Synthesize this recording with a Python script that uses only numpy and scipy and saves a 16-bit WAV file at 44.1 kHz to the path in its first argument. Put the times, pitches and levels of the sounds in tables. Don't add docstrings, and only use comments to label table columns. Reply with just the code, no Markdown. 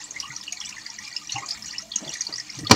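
import sys
import numpy as np
from scipy import signal
from scipy.fft import rfft, irfft
from scipy.io import wavfile
from scipy.ndimage import uniform_filter1d

SR = 44100
rng = np.random.default_rng(int(sys.argv[2]) if len(sys.argv) > 2 else 0)


def amplitude_ratio(level_db):
    exponent = np.asarray(level_db, float) / 20
    return 10 ** exponent


def dump(signal):
    limited = np.clip(np.atleast_2d(signal).T, -1, 1)
    pcm = np.round(limited * 32767).astype(np.int16)
    wavfile.write(sys.argv[1], SR, pcm)


N = 121275
RING_SAMPLES = 4096

# (time [s], peak level [dB], pitch [Hz])
SMALL_EARLY = [(0.041, -28.5, 7490), (0.1085, -22.5, 6500), (0.2018, -17, 5410), (0.322, -31.5, 6560),
               (0.3636, -19.5, 5600), (0.375, -31, 6080), (0.4118, -28.5, 5190), (0.434, -45, 5930),
               (0.4686, -32, 4380), (0.5244, -18, 6460), (0.5725, -26.5, 4400), (0.603, -22, 5730),
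               (0.65, -26, 5330), (0.659, -25, 5940), (0.6914, -29, 5900), (0.784, -35, 6110),
               (0.815, -34.5, 4400), (0.8649, -22, 4670), (0.901, -25, 5370), (0.963, -34.5, 4240),
               (0.9877, -25.5, 5980), (1.052, -29.5, 5030), (1.0787, -31, 5220), (1.1282, -30, 4370),
               (1.1653, -17, 5074), (1.273, -27, 5780), (1.297, -26.5, 3770), (1.3227, -16, 6060),
               (1.325, -22, 4180)]
# (time [s], peak level [dB], pitch [Hz])
SMALL_LATE = [(1.3843, -24, 6550), (1.4616, -24.5, 6750), (1.488, -21.5, 4940), (1.51, -15, 4900),
              (1.5299, -29, 5020), (1.624, -27, 5170), (1.6463, -28, 5320), (1.6598, -24, 6780),
              (1.683, -25.5, 5850), (1.7103, -24.5, 4800), (1.728, -28, 5370), (1.7827, -17, 5240),
              (1.8208, -27, 6070), (1.92, -23.5, 4210), (1.96, -10.5, 6420), (1.985, -24.5, 5880),
              (2.0502, -29.5, 4450), (2.093, -20.5, 5730), (2.1385, -21, 6030), (2.171, -29, 6700),
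              (2.209, -13.5, 6240), (2.2186, -19.5, 4750), (2.268, -18, 4520), (2.327, -22.5, 4530),
              (2.3392, -20, 4800), (2.359, -22, 5300), (2.382, -20.5, 6080), (2.3996, -18.5, 5080),
              (2.501, -24, 5210), (2.5895, -26.5, 5940), (2.648, -30.5, 4800), (2.6701, -20.5, 4280)]


def level(x, db):
    return x * amplitude_ratio(db) / np.sqrt(np.mean(x ** 2))


def unit_energy(x):
    return x / np.sqrt(np.sum(x ** 2))


def curve(table, at, log=False):
    a, b = np.array(table, float).T[:2]
    if log:
        return np.interp(np.log(at + 1), np.log(a), b)
    return np.interp(at, a, b)


def colour(x, table):
    hz = np.fft.rfftfreq(len(x), 1 / SR)
    return irfft(rfft(x) * amplitude_ratio(curve(table, hz, log=True)), len(x))


def passed(x, hz, kind, order=4):
    return signal.sosfilt(signal.butter(order, hz, kind, fs=SR, output="sos"), x)


def walk(rate):
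    hold = int(SR / rate)
    steps = np.repeat(rng.standard_normal(N // hold + 1), hold)
    return 5.14 * uniform_filter1d(uniform_filter1d(steps, hold), hold)[:N]


def add(out, times, rows):
    for s, row in zip(times, rows):
        i = int(max(s, 0) * SR)
        out[i:i + len(row)] += row[:len(out) - i]


def rings(table, t):
    out = 0
    for hz, db, t60 in table:
        decay = np.exp(-np.log(1000) * t / t60)
        out = out + amplitude_ratio(db) / t60 * np.sin(2 * np.pi * hz * t) * decay
    return out


def bubble(hz, cycles, count, swell=0):
    glide, rise_cycles = 0.006, 5.0
    turns = np.asarray(hz, float)[:, None] * np.arange(count) / SR
    u = turns / cycles
    start = u ** swell * (1 - np.exp(-turns / np.minimum(rise_cycles, cycles)))
    return np.sin(2 * np.pi * turns * (1 - glide + glide * u)) * start * np.exp(-u) * (u < 9)


def tank():
    # (frequency [Hz], bandwidth [Hz], level [dB])
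    air_modes = [(1210, 24, -12), (1940, 28.3, 15), (2420, 110, 10.5), (2900, 78, 7), (3150, 480, -9),
                 (3546, 60, 4.5), (4400, 97, 12), (4800, 186, 11.5), (5275, 135, 10.5), (5790, 177, 13),
                 (6560, 146, 10), (7300, 140, 6)]
    modes_db, echo_db, echo_t60_s, echo_start_s = 0.1, -5.5, 0.11, 0.004
    t = np.arange(RING_SAMPLES) / SR
    modes = rings([(hz, db, 2.26 / np.clip(width, 25, 400)) for hz, width, db in air_modes], t)
    echo = rng.standard_normal(RING_SAMPLES) * np.exp(-np.log(1000) * t / echo_t60_s)
    echo = passed(echo * (t > echo_start_s), 7500, "low", order=2)
    return (t == 0) + amplitude_ratio(modes_db) * unit_energy(modes) + amplitude_ratio(echo_db) * unit_energy(echo)


def high_hiss():
    return level(passed(rng.standard_normal(N), 4000, "high", order=2), -67)


def pump_hum():
    # (frequency [Hz], rms level [dB])
    pump_lines = [(124, -66), (215, -68.5), (301, -62.5)]
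    width_hz = 8.6
    out = 0
    for hz, db in pump_lines:
        band = [hz - width_hz / 2, hz + width_hz / 2]
        out = out + level(passed(rng.standard_normal(N), band, "band", order=1), db)
    return out


def slosh():
    # (start [s], length [s], level [dB], highest frequency [Hz])
    surges = [
        (0.07, 0.15, -55, 900),
        (1.368, 0.14, -49, 1100),
        (2, 0.13, -46, 790),
        (2.284, 0.054, -42.5, 930),
        (2.578, 0.17, -47.5, 320),
    ]
    # (frequency [Hz], level [dB])
    murmur_colour = [(25, -52), (55, 2), (120, -5), (210, 4), (300, -16.5), (420, -26), (1200, -27)]
    murmur_db, flicker_db, rise_s, lowest_hz = -59.5, 1.2, 0.008, 76
    t = np.arange(N) / SR
    murmur = level(colour(rng.standard_normal(N), murmur_colour), murmur_db)
    out = murmur * amplitude_ratio(flicker_db * walk(13.53))
    noise = passed(rng.standard_normal(N), lowest_hz, "high")
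    for s, length, db, hz in surges:
        rise = np.clip((t - s) / rise_s, 0, 1)
        fall = np.exp(-np.clip((t - s) / length, 0, 9) ** 3)
        out = out + level(passed(noise, hz, "low", order=2), db) * rise * fall
    return out


def fizz(box):
    # (frequency [Hz], spectral level [dB per Hz])
    fizz_colour = [(400, -5), (1190, -3), (1530, -11), (1910, -5), (3120, -7), (5740, -7.5), (6730, 0),
                   (9000, -15.5), (15500, -69)]
    # (time [s], level [dB])
    outlet_flow = [(0, 2), (.12, -2), (.2, 8.5), (.4, 1), (.5, 2), (.8, 1.5), (1.2, 2), (1.35, 5),
                   (1.75, 0.5), (1.9, -1.5), (2.0, 3.5), (2.4, 1.5), (2.55, 4.5), (2.75, 2.5)]
    fizz_db, hiss_db, per_s, spread_db, cycles = -43.0, -55, 1800, 2.6, 6.0
    when, pitch, chance = rng.random((int(per_s * N / SR), 3)).T
    hz = 600 * 16 ** (pitch ** 0.6)
    db = curve(fizz_colour, hz, log=True) - spread_db * np.log(chance + 1 / 50)
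    strength = amplitude_ratio(db) * (hz / 3000) ** 1.155
    out = np.zeros(N)
    add(out, when * N / SR, bubble(hz, cycles, count=900) * strength[:, None])
    out = out * amplitude_ratio(0.68 * walk(28.07) + curve(outlet_flow, np.arange(N) / SR))
    hiss = colour(rng.standard_normal(N), fizz_colour) * amplitude_ratio(0.5 * walk(10.6))
    return level(signal.fftconvolve(out, box)[:N], fizz_db) + level(hiss, hiss_db)


def glugs():
    # (time [s], peak level [dB], pitch [Hz])
    low_tones = [(0.291, -42.5, 132), (1.342, -34.5, 119.6), (1.359, -40.5, 308), (1.957, -41.5, 209),
                 (2.015, -37, 199), (2.026, -36.5, 285), (2.062, -43, 344), (2.064, -39, 145),
                 (2.084, -37.5, 322), (2.29, -41, 318), (2.568, -36, 130), (2.586, -34.5, 300),
                 (2.61, -33.5, 147), (2.63, -31.5, 300), (2.633, -35, 106.6), (2.707, -14.5, 246),
                 (2.7133, -26.5, 130), (2.714, -21.5, 760), (2.726, -15, 300)]
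    rows, out = np.array(low_tones, float), np.zeros(N)
    tones = bubble(rows[:, 2], 2.2, count=RING_SAMPLES)
    tones = tones / np.abs(tones).max(axis=1)[:, None]
    add(out, rows[:, 0], tones * amplitude_ratio(rows[:, 1])[:, None])
    return out


def knock(box):
    # (time [s], level [dB])
    contact_force = [
        (2.694, -48),
        (2.698, -21),
        (2.704, -32),
        (2.709, -25),
        (2.715, -5),
        (2.722, -13.5),
        (2.731, -18),
        (2.742, -19),
        (2.75, -25),
    ]
    # (frequency [Hz], spectral level [dB per Hz])
    contact_colour = [(24, -47), (40, -30), (260, -4.5), (653, -13.5), (1020, -5), (1560, -19),
                      (5720, -16.5), (8730, -26), (15500, -52)]
    # (frequency [Hz], level [dB], decay time T60 [s])
    panel_modes = [(130, -4.5, 0.043), (246, 0, 0.07), (300, -10, 0.17), (447.4, -1.5, 0.13),
                   (554, -3.5, 0.13), (785, -4.5, 0.049), (956, -11, 0.093)]
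    panel_db, rattle_spread_db = -4.0, 1.2
    t = np.arange(N) / SR
    force = amplitude_ratio(curve(contact_force, t)) * (t > contact_force[0][0])
    rattle = rng.standard_normal(N) * amplitude_ratio(rattle_spread_db * walk(500))
    bright = level(signal.fftconvolve(colour(rattle, contact_colour), box)[:N], 0)
    panel = level(signal.fftconvolve(rattle, rings(panel_modes, t[:RING_SAMPLES]))[:N], panel_db)
    return passed((bright + panel) * force, 81, "high", order=4)


def pops(box):
    # (time [s], peak level [dB])
    bursts = [(0.2007, -30), (0.4339, -35.5), (0.5223, -29.5), (0.6898, -34.5), (1.076, -35.5),
              (1.3052, -35.5), (1.49, -33), (2.137, -29.5), (2.2493, -37), (2.588, -34.5), (2.6963, -44)]
    pop_db, snap_db, pop_s = 7, -21.0, 0.0035
    ticks_per_s, tick_db = 140, -61.0
    snaps = [(s, db + snap_db) for s, db, hz in SMALL_EARLY + SMALL_LATE]
    when, chance = rng.random((int(ticks_per_s * N / SR), 2)).T
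    ticks = np.c_[when * N / SR, tick_db - 4 * np.log(chance + 0.02)]
    rows = np.vstack([bursts, snaps, ticks])
    u = np.arange(512) / SR / pop_s
    fade = np.sqrt(u) * np.exp(-u)
    out = np.zeros(N)
    add(out, rows[:, 0], rng.standard_normal((len(rows), 512)) * fade * amplitude_ratio(rows[:, 1] + pop_db)[:, None])
    out = passed(passed(out, 3800, "high", order=2), 9150, "low", order=3)
    return signal.fftconvolve(out, box)[:N]


def drops(table, cycles, db, box, near_db):
    swell, pitch_spread, spread_cycles, lead_share = 1.2, 0.0929, 30.0, 0.4
    s, peak_db, pitch = np.array(table, float).T
    u = rng.random((len(s), 6))
    group = bubble(pitch, cycles, count=RING_SAMPLES, swell=swell)
    for k in range(3):
        hz = pitch * (1 - (-1) ** k * pitch_spread * (0.22 + u[:, k]))
        late = (u[:, k + 3] - lead_share) * spread_cycles * SR / np.maximum(hz, 2500)
        shift = np.exp(-2j * np.pi * np.fft.rfftfreq(RING_SAMPLES) * late[:, None])
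        near = bubble(hz, cycles, count=RING_SAMPLES, swell=swell)
        group = group + amplitude_ratio(near_db) * irfft(rfft(near) * shift)
    group = np.roll(group, 330, axis=1)
    rung = irfft(rfft(group, 2 * RING_SAMPLES) * rfft(box, 2 * RING_SAMPLES))[:, :RING_SAMPLES]
    rung = rung / np.abs(rung).max(axis=1)[:, None] * amplitude_ratio(peak_db + db)[:, None]
    out = np.zeros(N)
    add(out, s - 0.0078 - cycles / pitch, rung)
    return out


def large_drops(box):
    # (time [s], peak level [dB], pitch [Hz])
    large_bubbles = [(.239, -31.5, 1107), (.232, -49, 810), (.28, -38, 1200), (.314, -40.5, 1420),
                     (.33, -41.5, 920), (.368, -42, 1254), (.4, -46, 1000), (.525, -48, 698),
                     (.745, -43.5, 1090), (.895, -42, 910), (1.219, -42, 1210), (1.348, -39, 779),
                     (1.362, -27, 784.4), (1.365, -33.5, 894), (1.362, -32, 1084), (1.425, -30, 1062),
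                     (1.432, -33.5, 1210), (1.8, -43, 1296), (1.832, -46, 641), (1.858, -42.5, 650),
                     (1.96, -45.5, 920), (1.982, -43, 1325), (2.027, -39, 640), (2.07, -44, 833),
                     (2.066, -43, 645), (2.265, -45, 909), (2.326, -38.5, 1210), (2.655, -33.5, 1210)]
    return drops(large_bubbles, 6.84, -1.5, box, near_db=-12)


def medium_drops(box):
    # (time [s], peak level [dB], pitch [Hz])
    medium_bubbles = [(0.165, -23.5, 2057), (0.2284, -28, 2900), (0.2544, -31, 2770), (0.3049, -27.5, 2023),
                      (0.4795, -22, 2840), (0.5295, -28, 2500), (0.6149, -22, 3260), (0.7272, -30.5, 2660),
                      (0.7687, -30, 1940), (0.8611, -31, 1970), (0.9864, -29, 1940), (1.0762, -30, 2340),
                      (1.1662, -27.5, 2740), (1.2946, -24, 2870), (1.3598, -20.5, 2713), (1.3848, -27, 2066),
                      (1.4451, -38, 2420), (1.5758, -34.5, 2160), (1.7345, -31, 1950), (1.7938, -35, 1940),
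                      (1.919, -25, 3530), (1.9375, -26.5, 3230), (2.0792, -26, 3330), (2.155, -29.5, 1940),
                      (2.208, -31.5, 1956), (2.3843, -31.5, 1936), (2.495, -29.5, 2140), (2.6703, -20, 3430),
                      (0.145, -40, 1940), (0.2781, -41, 1910), (0.4304, -31, 3600), (0.4589, -43, 2850),
                   (0.5736, -34, 2190), (0.6405, -29.5, 2870), (0.6694, -30, 3400), (0.6785, -35, 2250),
                   (0.782, -30.5, 1780), (1.0244, -34, 1996), (1.062, -44, 2330), (1.1149, -35, 1940),
                   (1.4272, -33, 2110), (1.5289, -51, 2080), (1.6447, -39, 1950), (1.689, -36, 2900),
                   (1.749, -30.5, 2610), (1.7603, -32, 2830), (1.959, -29, 2880), (2.0995, -31, 2800),
                   (2.1315, -29, 3530), (2.3265, -36.5, 1960), (2.4072, -30, 1940), (2.4714, -40, 2490),
                   (2.5939, -40.5, 1910), (2.6374, -37, 1850)]
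    return drops(medium_bubbles, 4.485, -1.5, box, near_db=-9)


def small_drops(box):
    # (time [s], peak level [dB], pitch [Hz])
    tiny_bubbles = [
        (0.6562, -32, 7600),
        (1.488, -37, 7860),
        (2.1105, -35, 7460),
        (2.368, -42.5, 7740),
        (2.6055, -35.5, 8220),
    ]
    return drops(SMALL_EARLY + SMALL_LATE + tiny_bubbles, 3.98, 0.1, box, near_db=-9)


def scene():
    box = tank()
    background = high_hiss() + pump_hum() + slosh()
    water = fizz(box) + glugs() + pops(box)
    trickle = large_drops(box) + medium_drops(box) + small_drops(box)
    return (background + water + knock(box) + trickle)[None]


def top_cut(x):
    return signal.sosfilt(signal.butter(12, 16170, fs=SR, output="sos"), x)


def record(dry):
    ceiling, top_hz = 1.5, 15650
    rounded = ceiling * np.tanh(dry / ceiling)
    mix = signal.sosfilt(signal.ellip(12, 0.2, 70, top_hz, fs=SR, output="sos"), rounded)
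    return top_cut(mix)


dry = scene()
out = record(dry)
dump(out)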